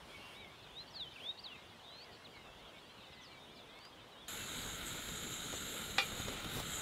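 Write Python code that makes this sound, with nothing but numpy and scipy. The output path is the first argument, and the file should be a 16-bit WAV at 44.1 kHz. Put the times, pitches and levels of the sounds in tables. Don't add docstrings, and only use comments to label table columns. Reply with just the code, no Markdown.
import sys
import numpy as np
from scipy import signal
from scipy.fft import rfft, irfft, next_fast_len
from scipy.io import wavfile
from scipy.ndimage import uniform_filter1d, map_coordinates

SR = 44100
rng = np.random.default_rng(int(sys.argv[2]) if len(sys.argv) > 2 else 0)


def transcribe(u):
    v = np.clip(np.atleast_2d(u).T, -1, 1)
    q = np.round(v * 32767).astype(np.int16)
    wavfile.write(sys.argv[1], SR, q)


def voltage_ratio(decibels):
    exponent = np.asarray(decibels, float) / 20
    return 10 ** exponent


N = 300321
CUT_S = 4.280


def unit(x):
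    return x / np.sqrt(np.mean(x ** 2) + 1e-20)


def along(points, hz):
    f, value = np.transpose(points)
    return np.interp(np.log(hz + 1), np.log(f + 1), value)


def curves(rows):
    s, *columns = np.transpose(rows)
    return [np.interp(np.arange(N) / SR, s, column) for column in columns]


def wobble(rate):
    knots = rng.standard_normal(int(N * rate / SR) + 4)
    return map_coordinates(knots, [np.arange(N) * rate / SR])


def filtered(x, response):
    m = next_fast_len(N + SR // 2)
    return irfft(rfft(x, m) * response(np.fft.rfftfreq(m, 1 / SR)), m)[..., :N]


def resonance(f, hz, width):
    return 1j * f * width / (hz * hz - f * f + 1j * f * width)


def band(hz, width):
    return lambda f: 1 / (1 + (2 * (f - hz) / width) ** 4)


def shaped(spectrum):
    return lambda hz: voltage_ratio(along(spectrum, hz))


def rush(response, patchy_db, tall=6, long=10):
    z = signal.stft(rng.standard_normal(N), nperseg=512)[2]
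    field = uniform_filter1d(rng.standard_normal(z.shape), size=tall, axis=0)
    field = uniform_filter1d(field, size=long, axis=1)
    x = signal.istft(z * voltage_ratio(patchy_db * unit(field)), nperseg=512)[1][:N]
    return unit(filtered(x, response))


ARCH_DB = 9.5


def glide(s, length, from_hz, to_hz, db, bend):
    u = np.linspace(0, 1, num=9)
    hz = to_hz + (from_hz - to_hz) * (1 - u) ** bend
    return np.transpose([s + length * u, hz, db - ARCH_DB * (2 * u - 1) ** 2])


def arch(s, length, foot_hz, top_hz, db):
    rows = glide(s, length, foot_hz, foot_hz, db, 1)
    bow = np.sin(np.linspace(0, np.pi, num=len(rows)))
    return rows + np.outer(bow, [0, top_hz - foot_hz, 0])


# start in seconds, length in seconds, first pitch in Hz,
# last pitch in Hz, peak in dB.
FALLING = [(0, .05, 3760, 2750, -65), (2.33, .09, 2350, 2070, -61), (.2, .07, 3500, 2900, -67),
           (.265, .06, 3550, 2900, -67), (.52, .06, 3850, 3050, -70), (.79, .04, 5800, 4680, -73),
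           (.935, .095, 4400, 2650, -61), (1.1, .03, 4100, 3350, -63), (1.69, .02, 4650, 3490, -69),
           (1.83, .12, 4390, 2890, -66), (1.97, .1, 3110, 2150, -70), (2.35, .05, 4250, 3780, -67),
           (2.43, .06, 4000, 3500, -71), (2.57, .06, 4950, 4050, -73), (3.1, .07, 3300, 2550, -69),
           (3.685, .07, 4300, 2850, -67), (1.7, .13, 2300, 1750, -71), (2.11, .06, 4800, 3850, -67),
           (2.12, .05, 5150, 4200, -68), (2.135, .04, 4950, 4300, -70), (2.05, .09, 2200, 1850, -66),
           (1.135, .02, 5300, 4600, -68), (2.29, .07, 3500, 3000, -68),
           (2.65, .07, 3700, 2950, -67), (2.75, .04, 2750, 2200, -68), (2.8, .06, 3780, 3100, -68),
                 (2.95, .09, 3410, 2260, -70), (3.0, .08, 3990, 2550, -65), (3.11, .09, 4650, 2650, -68),
                 (3.125, .12, 5300, 3250, -67), (3.31, .05, 3400, 2500, -70),
                 (3.547, .085, 5650, 3200, -64), (3.6, .09, 4580, 2700, -68), (3.19, .1, 3700, 2750, -67),
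                 (1.425, .015, 5600, 5000, -66), (3.81, .05, 4000, 3000, -68), (3.83, .04, 2200, 1850, -72),
                 (1.1, .05, 4500, 3100, -66), (1.385, .02, 3400, 3050, -64), (3.27, .1, 3900, 2500, -69),
                 (4.08, .08, 5000, 3700, -76), (3.91, .14, 4250, 2100, -70), (2.69, .1, 3150, 2250, -70),
                 (4.615, .03, 5200, 4000, -59), (4.58, .03, 4500, 4700, -62)]
# as above, in seconds, seconds, Hz, Hz, dB.
RISING = [(.09, .065, 3160, 3520, -62), (2.86, .08, 3800, 4150, -69), (.805, .04, 3250, 3560, -67),
          (1.45, .18, 2990, 3950, -65), (1.84, .21, 3120, 4010, -69), (2.53, .11, 3150, 3710, -68),
          (2.55, .04, 3300, 4100, -72), (2.77, .06, 3300, 4700, -72), (2.87, .07, 2850, 3300, -69),
          (3.02, .06, 4050, 4550, -72), (3.36, .06, 3050, 3500, -69), (.15, .05, 2600, 3450, -69),
          (.72, .04, 3100, 3450, -68), (2.67, .05, 4180, 5000, -73), (2.83, .07, 4330, 4850, -72),
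          (3.455, .09, 2700, 3760, -64), (3.66, .15, 3250, 4450, -70), (3.79, .11, 4350, 5000, -63),
          (3.96, .09, 2820, 3560, -70), (4.16, .05, 3600, 3900, -66), (4.11, .05, 4080, 3690, -65),
          (4.205, .05, 3900, 3210, -61), (4.13, .16, 2840, 3750, -65), (3.68, .15, 1980, 2270, -66),
          (1.49, .16, 2000, 2170, -69)]
# start in seconds, length in seconds, pitch in Hz, peak in dB.
HELD_NOTES = [(.18, .12, 2810, -60), (2.73, .06, 2230, -68), (3.55, .08, 3500, -68), (2.96, .06, 4080, -71),
              (.585, .03, 3500, -66), (.865, .04, 4550, -65), (1.3, .03, 3100, -66),
              (2.215, .05, 2140, -68), (2.43, .11, 2700, -67), (1.19, .015, 3480, -60),
              (1.11, .015, 3050, -62), (1.16, .05, 3800, -69), (.33, .07, 3450, -68),
              (3.07, .22, 2080, -68), (3.29, .11, 2340, -64), (3.49, .12, 2400, -69), (3.7, .05, 3300, -63),
              (3.91, .045, 3260, -64), (4.0, .045, 3640, -64), (4.37, .1, 2700, -57),
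              (4.42, .04, 4420, -61)]
# start in seconds, length in seconds, foot in Hz, top in Hz, peak in dB.
ARCHED = [
    (0.322, 0.15, 3150, 3870, -60.5),
    (.46, 0.1, 3300, 3950, -75),
    (.77, .04, 5500, 5950, -75),
    (3.207, 0.038, 5600, 6100, -72),
]
FALL_BEND, RISE_BEND = 1.5, 1.3
SAG_HZ_PER_S = 490


def whistles():
    held = [glide(s, length, hz, hz - SAG_HZ_PER_S * length, db, 0.92) for s, length, hz, db in HELD_NOTES]
    falls = [glide(*row, FALL_BEND) for row in FALLING]
    rises = [glide(*row, RISE_BEND) for row in RISING]
    return falls + rises + held + [arch(*row) for row in ARCHED]


def chorus(count):
    notes = []
    for when, pitch, slide, length, size in rng.random((count, 5)):
        s = 4.3 * when + np.array([0, .5, 1]) * (.08 + .14 * length)
        bend_hz = np.array([1, .4, 0]) * (2100 * slide - 800)
        level_db = -78.5 + 6 * size + np.array([-3, 0, -3])
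        notes.append(np.transpose([s, 2450 + 1100 * pitch + bend_hz, level_db]))
    return notes


# frequency in Hz, t60 in seconds.
SLOPE_T60 = [(1500, .5), (4000, .3), (8000, .2)]


def slope_echo(x):
    hz, t, z = signal.stft(rng.standard_normal(SR // 2), SR, nperseg=256)
    decay = voltage_ratio(-60 * t / along(SLOPE_T60, hz)[:, None])
    tail = signal.istft(z * decay, SR, nperseg=256)[1]
    return signal.fftconvolve(np.pad(x, (600, 0)), tail / np.linalg.norm(tail))[:N]


# time in seconds, pitch in Hz, effort in dB.
NEAR_CALLS = [
    [(0.625, 4370, -66), (0.635, 4300, -64), (0.648, 3680, -60), (0.658, 2700, -73), (0.67, 2400, -68),
     (0.68, 2500, -66.5)],
    [(0.69, 2970, -71), (0.72, 3450, -66), (0.75, 3590, -67), (0.77, 3680, -50), (0.81, 4150, -51.5),
     (0.835, 4120, -64)],
    [(0.9, 6040, -70), (0.935, 5100, -68), (0.965, 4420, -49.5), (0.99, 4100, -53), (1.005, 3870, -45.5),
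     (1.033, 3430, -46.5), (1.057, 3080, -61), (1.077, 3040, -50.5), (1.1, 3240, -69)],
    [(1.158, 2835, -49.5), (1.18, 2290, -63), (1.19, 2314, -62), (1.207, 2790, -54), (1.225, 3160, -60),
     (1.265, 3500, -46), (1.28, 3620, -50), (1.294, 3710, -40.5), (1.317, 3880, -48.5)],
    [(1.375, 4840, -59), (1.383, 3540, -59), (1.39, 4330, -52), (1.398, 4700, -51), (1.405, 4870, -58)],
    [(1.436, 4950, -64), (1.444, 4570, -50), (1.456, 4120, -53), (1.465, 3830, -44.5), (1.476, 3480, -55),
     (1.497, 3050, -60), (1.53, 2760, -54), (1.574, 2410, -64), (1.59, 2340, -70)],
    [(2.245, 4400, -60), (2.262, 3710, -53), (2.272, 3000, -60), (2.28, 2300, -60)],
]
# time in seconds, pitch in Hz, effort in dB.
HOARSE_CALLS = [
    [(0.085, 2420, -71), (0.12, 2290, -66), (0.155, 2250, -57), (0.19, 2190, -63), (0.23, 2230, -72)],
    [(0.28, 2233, -70), (0.33, 2210, -70), (0.37, 2240, -62), (0.41, 2330, -62.5), (0.45, 2200, -61),
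     (0.49, 2080, -68), (0.5, 2250, -66), (0.55, 2220, -73)],
]
# time in seconds, pitch in Hz, effort in dB.
LONG_SLIDES = [
    [(1.79, 4160, -64), (1.8, 2985, -59), (1.815, 2940, -68), (1.84, 3560, -63), (1.98, 4220, -60),
     (2.03, 4540, -59), (2.048, 5120, -64)],
    [(3.228, 6230, -68), (3.25, 5080, -63), (3.27, 4440, -61), (3.32, 4000, -73), (3.4, 3680, -63.5),
     (3.455, 3700, -64)],
]
HOARSE_DB, HOARSE_UNDER_HZ = 3.6, 2550


def birds():
    out = np.zeros(N)
    shimmer, waver = voltage_ratio(1.2 * wobble(70)), 1 + .003 * wobble(90)
    hoarse_db = HOARSE_DB * wobble(170) - .6
    for rows in [*NEAR_CALLS, *HOARSE_CALLS, *LONG_SLIDES, *whistles(), *chorus(count=240)]:
        s, hz, db = np.transpose(rows)
        i = np.arange(round(s[0] * SR), round(s[-1] * SR))
        smooth = lambda v: uniform_filter1d(np.interp(i / SR, s, v), size=220)
        pitch = smooth(hz)
        ends = np.clip(np.minimum(i - i[0], i[-1] - i) / (0.0019 * SR), 0, 1)
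        rasp_db = hoarse_db[i] * np.clip((HOARSE_UNDER_HZ - pitch) / 250, 0, 1)
        tone = np.sin(2 * np.pi * np.cumsum(pitch * waver[i]) / SR)
        out[i] += np.sqrt(2) * ends * voltage_ratio(smooth(db) + 1.5 + rasp_db) * tone
    out = out * shimmer
    return out + voltage_ratio(-17.5) * slope_echo(out)


# time in seconds, brightening in dB.
JET_FLARES = [
    (4.29, 2),
    (4.59, 5),
    (4.87, 6.5),
    (5.18, 1),
    (5.32, -5),
    (5.6, 5),
    (5.75, 8),
    (5.95, 3),
    (6.2, 1),
    (6.72, 7),
]
# time in seconds, jump in dB.
JET_SPURTS = [
    (4.865, 4),
    (5.305, 10),
    (6.05, 12),
    (6.7, 2),
]
FLARE_S, SPURT_S = 0.071, 0.018


def flares():
    t = np.arange(N) / SR
    swell_db = sum(db * np.exp(-((t - s) / FLARE_S) ** 2) for s, db in JET_FLARES)
    spit_db = sum(db * (t > s) * np.exp(-np.abs(t - s) / SPURT_S) for s, db in JET_SPURTS)
    return swell_db + spit_db


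# time in seconds, centre of the whistle in Hz.
JET_CENTRE = [(4.29, 7170), (4.4, 6900), (4.93, 7220), (5.44, 7030), (5.81, 7360), (6.46, 6700),
              (6.55, 7500), (6.74, 7400), (6.8, 6960)]


def throat():
    return np.clip((curves(JET_CENTRE)[0] - 6750) / 700, 0, 1)


RIDGES = dict(tall=3, long=22)
# time in seconds, whistle band in dB.
JET_LEVEL = [(4.29, -52), (4.59, -53), (4.76, -51), (4.81, -61), (4.87, -50.5), (5.0, -52.5), (5.18, -49.5),
             (5.25, -52), (5.32, -48), (5.39, -49.5), (5.57, -52), (5.71, -52.5), (5.79, -54), (6.21, -53),
             (6.4, -55.5), (6.46, -59.5), (6.62, -54.5), (6.77, -47.5)]


def jet():
    up = throat()
    low_core = np.sqrt(1 - up) * rush(band(6800, width=550), patchy_db=3.0, **RIDGES)
    high_core = np.sqrt(up) * rush(band(7350, width=550), patchy_db=3.0, **RIDGES)
    whistle = voltage_ratio(-3.5) * rush(band(hz=6970, width=1460), patchy_db=2.0, **RIDGES)
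    whistle = whistle + voltage_ratio(-3) * (low_core + high_core)
    edge_db = -10 + flares() - 1.2
    edge = voltage_ratio(edge_db) * rush(band(hz=8050, width=800), patchy_db=3, **RIDGES)
    return voltage_ratio(curves(JET_LEVEL)[0]) * (whistle + edge)


# time in seconds, width in seconds, change in dB.
FIZZ_SWELLS = [
    (4.35, .08, 4),
    (4.8, 0.026, 0.5),
    (5.08, .05, 2.5),
    (5.32, 0.042, 0.5),
    (5.72, 0.085, 2),
    (6.05, 0.039, 2),
    (6.4, .08, -4),
    (6.55, 0.026, 9),
]
FIZZ_DB, FIZZ_SHARE, FIZZ_FLARES = -58.5, 0.31, 0.35


def fizz():
    t = np.arange(N) / SR
    jet_db, flare_db = curves(JET_LEVEL)[0], flares()
    level_db = FIZZ_DB + FIZZ_SHARE * (jet_db - jet_db[t > CUT_S].mean()) + FIZZ_FLARES * flare_db - 1.4
    level_db = level_db + sum(db * np.exp(-((t - s) / width) ** 2) for s, width, db in FIZZ_SWELLS)
    sway_db = 0.3 * wobble(4.4) + 0.22 * (flare_db - 6.0) + 1.2 * (throat() - .45)
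    low = rush(band(10950, width=2000), patchy_db=1.7, **RIDGES)
    high = rush(band(11850, width=2000), patchy_db=1.7, **RIDGES)
    return voltage_ratio(level_db - 3.0) * (voltage_ratio(-sway_db) * low + voltage_ratio(sway_db) * high)


# frequency in Hz, width in Hz, level in dB.
BURNER_MODES = [(1230, 170, -4.5), (1428, 277, -2), (2197, 390, -7.5), (3100, 400, -5.5), (3706, 234, 0),
                (4044, 345, -4.5)]
# frequency in Hz, level in dB per Hz.
VEIL_SPECTRUM = [(600, -22), (1000, -2.5), (4500, -3), (6000, -8), (9500, -2.5), (12800, -17),
                 (14500, -3.5), (15700, -11)]
HISS_DB, HISS_GROWS_DB_PER_S = -49, 0.38


def hiss():
    level_db = HISS_DB + HISS_GROWS_DB_PER_S * (np.arange(N) / SR - CUT_S)

    def coloured(f):
        modes = sum((-1) ** k * voltage_ratio(db) * resonance(f, hz, w) for k, (hz, w, db) in enumerate(BURNER_MODES))
        return modes * resonance(f, hz=2400, width=5900) ** 2

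    burner = voltage_ratio(level_db + .4) * rush(coloured, patchy_db=1.3, **RIDGES)
    return burner + voltage_ratio(level_db - 9) * rush(shaped(VEIL_SPECTRUM), patchy_db=.4)


# time in seconds, roar in dB.
FLAME_LEVEL = [(4.29, -55.5), (4.6, -52.5), (5.1, -52.5), (5.4, -52), (5.95, -52), (6.15, -50),
               (6.4, -47.5), (6.58, -48.5), (6.7, -52), (6.81, -46)]
# frequency in Hz, level in dB per Hz.
ROAR_SPECTRUM = [(13, -30), (22, -2), (48, -3), (207, 0.5), (392, -5.5), (440, -3), (581, -8),
                 (1100, -11.5), (1430, -30), (2420, -120)]


def stove():
    roar_db = curves(FLAME_LEVEL)[0] + 0.1 + 0.37 * wobble(30)
    roar = voltage_ratio(roar_db) * rush(shaped(ROAR_SPECTRUM), patchy_db=1.96)
    flutter = voltage_ratio(.5 * wobble(25) + .7 * wobble(200))
    return roar + flutter * (hiss() + fizz() + jet())


# start in seconds, peak in dB.
FLAME_THUMPS = [(4.631, -35), (4.649, -46), (4.687, -37), (4.737, -34), (4.948, -36), (5.09, -36),
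                (5.118, -35), (5.32, -35), (5.544, -55), (6.128, -33), (6.198, -27), (6.253, -31),
                (6.287, -30), (6.44, -38), (6.459, -28.5), (6.637, -49), (6.789, -57)]
# start in seconds, dull peak in dB, bright peak in dB.
FLAME_SPUTTERS = [(4.644, -45, -64), (4.945, -38, -65), (4.99, -40, -57), (5.086, -37, -56),
                  (5.27, -47, -62), (5.526, -35, -63), (5.538, -35.5, -70), (6.119, -42, -60),
                  (6.2, -35, -56), (6.283, -32.5, -62), (6.326, -38, -60), (6.444, -35, -66)]
# start in seconds, peak in dB.
DRY_SPARKS = [
    (6.287, -49),
    (6.331, -52),
    (6.443, -53),
    (6.2, -52),
]
# start in seconds, peak in dB, signed push or pull.
HAND_BUMPS = [
    (4.741, -41, 1),
    (4.948, -41, -1),
    (5.087, -37, -0.86),
    (5.272, -37, -1),
    (5.529, -40, 0.91),
    (5.539, -33, 1),
    (6.202, -33, 1),
    (6.286, -41, -1.1),
    (6.443, -42, -1),
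    (6.459, -41, 1),
]
SPARK_S, BUMP_S = 0.0086, 0.00035


def thumps():
    out, t = np.zeros(N + SR), np.arange(1500) / SR

    def place(s, x):
        out[round(s * SR):][:len(t)] += x

    for s, db in FLAME_THUMPS:
        u = t / 0.0013
        place(s, -voltage_ratio(db - 9.5) * np.sin(u) * np.exp(-.12 * (u - 3) ** 2))
    for s, db, bright_db in FLAME_SPUTTERS:
        noise = rng.standard_normal((2, len(t)))
        dull = voltage_ratio(db - 60 * t / 0.065) * signal.lfilter([.15, .15], [1, -.9], noise[0])
        bright = voltage_ratio(bright_db + 3 - 60 * t / .012) * signal.lfilter([.3, .3], [1, -.5], noise[1])
        place(s, voltage_ratio(-3.0) * (dull + bright))
    for s, db in DRY_SPARKS:
        place(s, voltage_ratio(db - 60 * t / SPARK_S) * np.diff(rng.standard_normal(len(t) + 1)))
    for s, db, sign in HAND_BUMPS:
        u = t / BUMP_S
        place(s, sign * voltage_ratio(db + 2) * np.sin(u) * np.exp(-.4 * u))
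    return out[:N]


# start in seconds, peak in dB.
RIM_KNOCK = [
    (5.9823, -14),
]
# frequency in Hz, level in dB, t60 in seconds.
POT_MODES = [(517, -6, .2), (765, -5, .1), (797, 0, .13), (1150, -10, .12), (1192, -5, .14),
             (1230, -13, .15), (1345, -11, .2), (1432, -6, .12), (1825, -6, .08), (1935, -4, .1),
             (1968, -3, .12), (2298, -8, .25), (2390, -4, .6), (2435, -1, .2), (2490, 3, .09),
             (2730, -10, .2), (2821, -4, .2), (3342, -4, .17), (3488, -11, .2), (3612, -6, .15),
             (3760, 5, .03), (3950, 9, .01), (4100, -3, .12), (4422, -14, .2), (4545, -14, .2),
             (4581, -12, .2), (4635, -10, .15), (4880, -14, .1), (5125, -18, .2), (5330, -17, .1),
             (5566, -19, .17), (5734, -17, .17), (6869, -19, .17)]
# frequency in Hz, level in dB per Hz.
TIN_SPECTRUM = [(400, -20), (680, -20), (850, -1), (1500, -1), (2500, -1), (3700, 5), (5200, -9),
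                (8000, -18), (12500, -26), (15000, -45)]


def knock():
    out, t = np.zeros(N + SR), np.arange(SR // 3) / SR
    clatter = rush(shaped(TIN_SPECTRUM), patchy_db=-1.0)[:len(t)]
    for s, db in RIM_KNOCK:
        ring = sum(voltage_ratio(level - 60 * t / t60) * np.sin(2 * np.pi * hz * t) for hz, level, t60 in POT_MODES)
        choke = voltage_ratio(-600 * np.clip(t - .052, 0, None))
        body = 1.1 * voltage_ratio(-60 * t / .13) + 1.2 * voltage_ratio(-60 * t / .012)
        rise = np.clip(t / .0004, 0, 1)
        out[round(s * SR):][:len(t)] += voltage_ratio(db - 18.0) * (ring + body * clatter) * rise * choke
    return filtered(out[:N], lambda f: (1j * f / (1j * f + 300)) ** 2)


# time in seconds, level in dB.
TEA_LEVEL = [(6.4, -88), (6.52, -54), (6.56, -45.5), (6.6, -42), (6.63, -54), (6.68, -84)]
# frequency in Hz, level in dB per Hz.
LEAF_SPECTRUM = [(250, 4.5), (500, 0), (1500, -8.5), (5000, -13.5), (15500, -18)]


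def tea():
    grains = voltage_ratio(1.8 * wobble(300))
    leaves = rush(shaped(LEAF_SPECTRUM), patchy_db=1.5)
    return voltage_ratio(curves(TEA_LEVEL)[0]) * unit(grains * leaves)


# start in seconds, rise in seconds, end in seconds, strength in dB.
GRASS_GUSTS = [
    (0, 0.096, .36, 13.5),
    (.36, .01, .9, 3),
    (1.15, 0.074, 1.254, 13),
]
LULL_S = 0.054


def gusts():
    t, strengths = np.arange(N) / SR, []
    for s, rise, end, db in GRASS_GUSTS:
        swell = np.minimum(.5 + (t - s) / rise / 2, 1 + (end - t) / LULL_S)
        strengths.append(db * np.clip(swell, 0, 1))
    return np.max(strengths, axis=0)


# frequency in Hz, level in dB per Hz.
FAR_SPECTRUM = [(15, -47), (28, -14), (45, -3.5), (136, 0), (261, -2), (1030, -2.5), (1180, -5),
                (2070, -9.5), (3560, -16), (5050, -19), (14400, -31.5), (15600, -32)]
# frequency in Hz, level in dB per Hz.
GRASS_SPECTRUM = [(700, -12), (2500, 11.5), (5000, 2.5), (7500, -11), (9300, -2), (15500, -16)]
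# start in seconds, peak in dB.
STALK_TICKS = [
    (3.789, -42),
    (3.852, -39),
]
# centre in seconds, width in seconds, level in dB.
WIND_PUFFS = [
    (.03, .05, -68),
    (.72, 0.065, -72),
    (1.0, 0.025, -68),
    (2.57, 0.065, -65),
    (4.67, 0.056, -49.5),
    (4.87, 0.034, -51),
    (5.1, 0.033, -47),
    (5.58, .03, -50),
    (6.62, .05, -39),
]
WIND_DB, GRASS_DB, WIND_SHARE = -59.5, -84.5, 0.12


def meadow():
    gust_db = gusts()
    wind_db, grass_db = WIND_DB + WIND_SHARE * gust_db, GRASS_DB + gust_db
    far = voltage_ratio(wind_db + 0.97 + 0.26 * wobble(3.0)) * rush(shaped(FAR_SPECTRUM), patchy_db=1.5)
    blur = voltage_ratio(-69.0) * rush(lambda f: resonance(f, hz=3460, width=2170) ** 3, patchy_db=5.5)
    swish = np.sqrt(np.clip(voltage_ratio(grass_db) ** 2 - voltage_ratio(-85.0) ** 2, 0, None))
    grass = voltage_ratio(9.0) * swish * rush(shaped(GRASS_SPECTRUM), patchy_db=0.5)
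    snaps = np.zeros(N)
    for s, db in STALK_TICKS:
        snaps[round(s * SR) + np.array([0, 70, 130])] = voltage_ratio(db + 13) * np.array([-1, .7, -.5])
    ticks = filtered(snaps, lambda f: resonance(f, hz=2000, width=5500) ** 3)
    t = np.arange(N) / SR
    puffs = sum(voltage_ratio(db - 3.0 * ((t - s) / width) ** 2) for s, width, db in WIND_PUFFS)
    buffet = puffs * rush(lambda f: resonance(f, hz=50, width=46) ** 2, patchy_db=1.0)
    return far + blur + grass + buffet + ticks


# frequency in Hz, level in dB per Hz.
MEADOW_WIDTH = [(15, -49), (25, -9), (4070, -23), (4780, 0), (8650, -7), (9900, -3), (15600, -16)]
# frequency in Hz, level in dB per Hz.
STOVE_WIDTH = [(15, -24), (25, 5.5), (808, -23), (1180, -35), (1350, -63), (3960, -46), (4410, -37),
               (15600, -21.5)]
# time in seconds, centre in Hz, width in Hz, level in dB.
SIDE_SLIPS = [
    (5.245, 7550, 1700, -3),
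    (5.567, 5900, 3700, -2),
    (6.243, 5500, 3000, -2),
]
SLIP_S = .013


def width_signal(mid, near):
    t = np.arange(N) / SR
    side = (1 - near) * voltage_ratio(-101.5) * rush(shaped(MEADOW_WIDTH), patchy_db=5.0)
    side += near * voltage_ratio(-64.5) * rush(shaped(STOVE_WIDTH), patchy_db=2.5)
    for s, hz, width, db in SIDE_SLIPS:
        moment = mid * np.exp(-((t - s) / SLIP_S) ** 4)
        side += voltage_ratio(db) * filtered(moment, lambda f: band(hz, width)(f) ** 3)
    return side


def scene():
    t = np.arange(N) / SR
    near = np.clip((t - CUT_S) / 0.0021, 0, 1)
    fade = voltage_ratio(-8 * np.clip(t - CUT_S, 0, None))
    mid = birds() + fade * meadow() + near * (stove() + thumps() + knock() + tea())
    side = width_signal(mid, near)
    return np.array([mid + side, mid - side])


def low_pass(x):
    return signal.sosfilt(signal.butter(12, 15800, fs=SR, output="sos"), x)


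def record(dry):
    kept = filtered(dry, lambda hz: hz < 15750)
    return low_pass(kept)


dry = scene()
out = record(dry)
transcribe(out)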